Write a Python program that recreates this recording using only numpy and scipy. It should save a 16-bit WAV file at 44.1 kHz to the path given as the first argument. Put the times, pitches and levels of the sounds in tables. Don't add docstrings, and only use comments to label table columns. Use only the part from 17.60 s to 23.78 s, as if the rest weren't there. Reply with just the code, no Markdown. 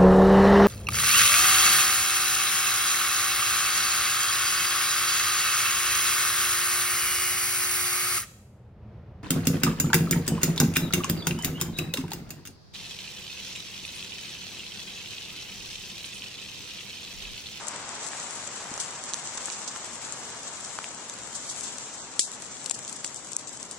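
import sys
import numpy as np
from scipy import signal
from scipy.fft import rfft, irfft, next_fast_len
from scipy.io import wavfile
from scipy.ndimage import uniform_filter1d

SR = 44100
rng = np.random.default_rng(int(sys.argv[2]) if len(sys.argv) > 2 else 0)


def volts_from_decibels(level):
    exponent = np.asarray(level, float) / 20
    return 10 ** exponent


def unload_audio(sound):
    columns = np.transpose(np.atleast_2d(sound))
    steps = np.round(np.clip(columns, -1, 1) * 32767)
    wavfile.write(sys.argv[1], SR, steps.astype(np.int16))


N = 272538

# freq_hz, density_db (per Hz)
HUM_SPECTRUM = [(20, -42), (50, -21), (80, -8), (105, -2.5), (135, 2.5), (165, -1), (225, 3), (300, 0.5),
                (600, -2.5), (900, -10)]
# freq_hz, density_db (per Hz)
PATTER_SPECTRUM = [(200, -19.5), (500, -5), (900, 0.5), (1300, -1), (2000, -5), (3500, -9), (6000, -10.5)]
# freq_hz, density_db (per Hz)
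SIFT_SPECTRUM = [(800, -59), (2000, -5), (3500, -0.5), (5000, -2), (7000, 1), (9000, -2), (11000, 3)]
# start_s, level_db
SIFT_LEVEL = [(0.0, -42.5), (0.77, -38), (1.51, -39.5), (2.03, -38), (2.25, -39.5), (3.77, -40),
              (4.06, -36.5), (4.49, -42.5), (5.04, -41.5), (5.58, -43.5), (6.18, -44)]
PORT_LAGS = (-6, -4, -2, 0, 2, 4, 6)
# start_s, peak_db, pitch_hz, pan_db
PLOPS = [(0.532, -25, 1450, 8), (1.054, -34, 900, 5), (1.176, -32.5, 690, -1), (1.541, -29.5, 1310, -5),
         (1.751, -30.5, 786, -2), (1.779, -27.5, 1320, 8), (1.883, -26, 1240, 4), (2.16, -25, 1340, -2),
         (3.187, -18.5, 1220, 4), (3.242, -24, 2500, 9), (5.109, -29, 955, 9), (5.444, -28, 1850, 9)]
# start_s, peak_db, pitch_hz, pan_db
SLUMPS = [
    (1.114, -33, 233, 2),
]
# start_s, peak_db, pan_db
CRUMBS = [(0.07, -25, 7), (0.291, -26, 9.5), (0.465, -24, 4.5), (0.4863, -26, 13), (0.518, -26, 3.5),
          (0.611, -32, 4), (0.7078, -27, 16), (0.8755, -22, 3), (1.6726, -22, 2), (1.923, -27, -8),
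          (2.0173, -25, 9), (2.2457, -27, 11), (2.523, -24, 12), (2.3556, -30, 12.5), (3.048, -23, 4.5),
          (3.751, -25.5, -1), (3.9615, -25, 6.0), (4.0084, -23, 14), (4.1834, -25, 11), (3.497, -23, 2.5),
          (5.1422, -25, 3), (5.1903, -28.5, 14), (5.249, -24.5, 0), (5.2784, -22.5, 6.0), (5.2954, -26, 14),
          (5.463, -28, 15), (5.5605, -22, 2), (5.4765, -24.5, 10), (5.8725, -25, 11), (6.1115, -21.5, 1.5)]
# start_s, peak_db, body_db (relative to the tick), pan_db
CLUMPS = [(0.0827, -18.5, -27, 16), (0.161, -22, -27, 6), (0.6, -23.5, -20, 6), (1.1395, -19, -27, 1),
          (1.1773, -20.5, -23, -3), (1.2002, -24, -14, -2), (1.4383, -22, -20, 4.0), (3.242, -36.5, 2, 6),
          (1.5353, -16, -19, -9), (1.5417, -13, -20, 1), (1.774, -24, -14, 2), (1.8567, -21.5, -24, 8),
          (1.9004, -31.5, -5, -11), (2.077, -21.5, -15, -1), (2.1605, -28, -10, 6.0),
          (2.8315, -26, -32, 12), (3.1875, -37, -1, 1.0), (4.5932, -3, -11, 6.5), (4.8216, -24, -28, 9),
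          (4.9686, -32, -9, 4), (5.0605, -29, -2.5, 10), (5.0967, -13.5, -24, 5), (5.1104, -17.5, -13.5, 7),
          (5.3265, -33, -25, 14), (5.4455, -26, -3.5, 7), (5.5443, -25, -26, 9), (5.732, -25.5, -16, 15),
          (5.7657, -10, -34, 5), (5.9723, -27, -23, 3), (6.0287, -21, -24, 6)]
# start_s, spray_db, pan_db, t60_s
SPRAYS = [(0.078, -12.5, 10.0, 0.056), (0.463, -15, 11, 0.08), (0.601, -17, 6.0, 0.068),
          (1.1961, -10, 6.5, 0.11), (1.477, -17, 0, 0.16), (1.774, -9.5, 2, 0.03),
          (1.9102, -17.5, -1, 0.24), (2.074, -11, -2, 0.076), (2.5242, -16, 7, 0.076),
          (3.7466, -12.5, 8.5, 0.1), (3.8869, -13.5, 5.5, 0.16), (4.0244, -16, 10, 0.17),
          (4.5932, 4, 6.5, 0.16), (4.716, -20.5, 4, 0.15), (5.1075, -7.5, 13, 0.041),
          (5.1418, -11, 4, 0.047), (5.277, -19.5, 4, 0.13), (5.445, -17.5, 8, 0.13),
          (5.544, -22.5, 9, 0.25), (5.7832, -14, 6, 0.064), (5.717, -14, 13, 0.021), (5.0583, -7, 8, 0.021),
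          (5.3239, -13, 13, 0.03), (5.4437, -6, 5.5, 0.023), (5.872, -14.5, 6, 0.057),
          (5.355, -14.5, 10, 0.053), (5.926, -16, 13, 0.03), (6.1114, -15, 7, 0.045)]
PORT_HZ = 7570, 6450
# width_hz, lift_db, rolloff_hz
PORT_SHAPES = [(994, 12.5, 9830), (975, 9, 7020)]
# freq_hz, threshold_db
DROP_THRESHOLD = [(70, -13), (200, -24), (1000, -11.5), (2600, -7), (7200, -8.5), (9500, -6), (10600, -3.5),
                  (12000, -14)]

PORT_BIAS_DB = 5.5
CRUMB_BODY_DB = -20.5


def rms_one(x):
    return x / np.sqrt(np.mean(x ** 2) + 1e-20)


def colour(x, spectrum):
    size = next_fast_len(N)
    hz, db = np.transpose(spectrum)
    bin_hz = np.arange(size // 2 + 1) * SR / size
    gain = volts_from_decibels(np.interp(np.log(bin_hz + 1), np.log(hz), db, right=-80))
    return rms_one(irfft(rfft(x, size) * gain, size)[..., :N])


def drift(rate):
    r = np.exp(-80 * np.pi * rate / SR)
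    noise = rng.standard_normal(N // 40 + 2002)
    slow = signal.lfilter([1], [1, -2 * r, r * r], noise)[2000:]
    return np.interp(np.arange(N) / 40, np.arange(len(slow)), rms_one(slow))


def band(x, low_hz, high_hz):
    return signal.sosfilt(signal.butter(2, [low_hz, high_hz], "band", fs=SR, output="sos"), x)


def grains(count, per_s, spread_db):
    draw = rng.random((3, count))
    size = volts_from_decibels(spread_db * np.minimum(-np.log(draw[0] + 1e-9), 4))
    lands = draw[1] < per_s / SR
    return size * lands * np.sign(draw[2] - .5)


def add(out, sound, s, pan_db):
    i = round(s * SR)
    panned = sound * volts_from_decibels([[pan_db / 2], [-pan_db / 2]])
    out[:, i:i + sound.shape[-1]] += panned[:, :N - i]


def hum(alike=0.75, level_db=-51):
    mid, side = rng.standard_normal((2, N))
    both = np.sqrt(1 + alike) * mid + np.sqrt(1 - alike) * side * [[1], [-1]]
    return volts_from_decibels(level_db + 0.24 * drift(3.3)) * colour(both, HUM_SPECTRUM) * volts_from_decibels([[.8], [-.8]])


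def breeze(breeze_db=-73.0, lumps_db=6.0):
    lumps = np.array([volts_from_decibels(lumps_db * drift(4)) for side in "LR"])
    return volts_from_decibels(breeze_db) * lumps * rms_one(band(rng.standard_normal((2, N)), 29, 94))


def all_around(per_s, spread_db, gust_db, shade_db):
    out = np.zeros((2, N))
    for lag in PORT_LAGS:
        fall = grains(N, per_s / len(PORT_LAGS), spread_db) * volts_from_decibels(gust_db * drift(17.5))
        tilt_db = shade_db * lag / max(PORT_LAGS)
        out[0] += np.roll(fall, lag) * volts_from_decibels(-tilt_db)
        out[1] += fall * volts_from_decibels(tilt_db)
    return out


def fine_snow():
    t = np.arange(N) / SR
    sift_db = np.interp(t, *np.transpose(SIFT_LEVEL))
    patter_db = -43 - 1.3559 * t + 0.056 * (sift_db - sift_db.mean())
    patter = colour(all_around(per_s=9000., spread_db=1.5, gust_db=1.2, shade_db=4.5), PATTER_SPECTRUM)
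    sift = colour(all_around(per_s=12000., spread_db=0.0, gust_db=3.5, shade_db=3.0), SIFT_SPECTRUM)
    return volts_from_decibels(patter_db + 3.0) * patter * volts_from_decibels([[.8], [-.8]]) + volts_from_decibels(sift_db - 3.0) * sift


def plops(cycles=1.38):
    out, t = np.zeros((2, N)), np.arange(SR // 50) / SR
    for s, peak_db, hz, pan_db in PLOPS + SLUMPS:
        decay = volts_from_decibels(-60 * hz * t / (cycles * 2))
        swing = -np.sin(2 * np.pi * hz * t) * hz * t * decay
        add(out, volts_from_decibels(peak_db) * swing / np.abs(swing).max(), s + 0.00088, pan_db)
    return out


def landings(stray_count=80):
    when = rng.random(stray_count) * (N / SR - .1)
    size, side = rng.standard_normal((2, stray_count))
    stray_db = -33.5 + 2.5 * size.clip(-2, 1)
    strays = list(zip(when, stray_db, 9.5 + 6 * side))
    return CLUMPS + [(s, peak_db, CRUMB_BODY_DB, pan_db) for s, peak_db, pan_db in CRUMBS + strays]


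def ticks():
    bright, body, t = np.zeros((2, N)), np.zeros((2, N)), np.arange(SR // 40) / SR
    for s, peak_db, body_db, pan_db in landings():
        t60 = 0.0038 * volts_from_decibels(0.13 * (body_db - CRUMB_BODY_DB))
        age = t / max(t60, .001)
        scatter = rng.standard_normal((2, len(t))) * .5 + rng.standard_normal(len(t)) * 1.3
        tick = scatter * np.sqrt(age) * volts_from_decibels(-60 * age)
        tick[:, 0] = 1.09
        add(bright, volts_from_decibels(peak_db + 9.5) * tick, s + 0.00036, pan_db - PORT_BIAS_DB)
        add(body, volts_from_decibels(peak_db + body_db + 21.0) * tick, s + 0.00045, pan_db - PORT_BIAS_DB)
    snap = band(band(bright + 1e-18, 5200, 12400), 4200, 17600)
    knock = band(body + 1e-18, 2070, 5170)
    thud = volts_from_decibels(-6.0) * band(body + 1e-18, 206, 1130)
    return snap + knock + thud


def sprays():
    out, t = np.zeros((2, N)), np.arange(SR // 3) / SR
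    for s, spray_db, pan_db, t60 in SPRAYS:
        swell_s = 0.0077 * volts_from_decibels(-0.72 * (spray_db + 7.5)) * min(t60 / .07, 1)
        crumbs = np.array([grains(count=len(t), per_s=9000., spread_db=2.0) for side in "LR"])
        shape = np.minimum(t / max(swell_s, .0005), 1) * volts_from_decibels(-60 * t / max(t60, .01))
        add(out, volts_from_decibels(spray_db - 6.0) * shape * crumbs, s, pan_db - PORT_BIAS_DB)
    return band(band(out + 1e-18, 2900, 14000), 3200, 20000)


def scene():
    return hum() + breeze() + fine_snow() + plops() + ticks() + sprays()


def port(x, hz, width_hz, lift_db, rolloff_hz):
    r, w = np.exp(-np.pi * width_hz / SR), 2 * np.pi * hz / SR
    ring = signal.lfilter(np.array([1, 0, -1]) * (1 - r * r) / 2, [1, -2 * r * np.cos(w), r * r], x)
    lifted = x + (volts_from_decibels(lift_db) - 1) * ring
    return signal.sosfilt(signal.butter(3, rolloff_hz, fs=SR, output="sos"), lifted)


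def gain_control(x):
    knee_db, ratio, release_db_s, attack_s = -11, .95, 180, .0025
    ramp = release_db_s * np.arange(N) / SR
    peak_db = 20 * np.log10(np.abs(x).max(axis=0) + 1e-9)
    over = ratio * np.maximum(peak_db - knee_db, 0)
    held = np.maximum.accumulate(over + ramp) - ramp
    r = np.exp(-1 / (attack_s * SR))
    return x * volts_from_decibels(-signal.lfilter([1 - r], [1, -r], held))


def drop_faint_bands(x):
    lead, hop, follows, waver_db, spared_db, calm_share = 590, 1024, .7, 2.8, 16, .9
    padded = np.pad(x, ((0, 0), (lead, 0)))
    hz, _, frames = signal.stft(padded, SR, "cosine", 2 * hop, hop)
    level = 10 * np.log10(uniform_filter1d(np.abs(frames) ** 2, size=6, axis=1) + 1e-20)
    ring = level[:, (hz > 6000) & (hz < 8000)].mean(axis=(0, 1))
    usual = np.median(ring)
    blocks = np.abs(np.pad(padded, ((0, 0), (hop // 2, 2 * hop)))[:, :len(ring) * hop])
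    blocks = blocks.reshape(2, -1, hop)
    crest = blocks.max(axis=(0, 2)) / blocks.mean(axis=(0, 2)).clip(1e-9)
    bar = usual + follows * np.minimum(ring - usual, 3)
    bar = bar - spared_db * (crest > np.quantile(crest, calm_share))
    own_db = np.array([1, -1])[:, None, None]
    waver = rng.standard_normal((2, len(hz) // 16 + 1, len(ring)))
    waver = waver.repeat(16, axis=1)[:, :len(hz)]
    waver = waver_db * rms_one(uniform_filter1d(waver, size=2, axis=2))
    at_hz, under_db = np.transpose(DROP_THRESHOLD)
    kept = level > bar + waver + own_db + np.interp(hz, at_hz, under_db)[:, None]
    return signal.istft(frames * kept, SR, "cosine", 2 * hop, hop)[1][:, lead:lead + N]


def roll_off(x):
    return signal.sosfilt(signal.butter(12, 11980, fs=SR, output="sos"), x)


def record(dry):
    ported = [port(side, hz, *shape) for side, hz, shape in zip(dry, PORT_HZ, PORT_SHAPES)]
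    x = gain_control(np.array(ported))
    x = .95 * np.tanh(x / .95)
    x = signal.sosfilt(signal.ellip(7, .5, 20, 11050, fs=SR, output="sos"), x)
    mix = drop_faint_bands(x)
    return roll_off(mix)


dry = scene()
out = record(dry)
unload_audio(out)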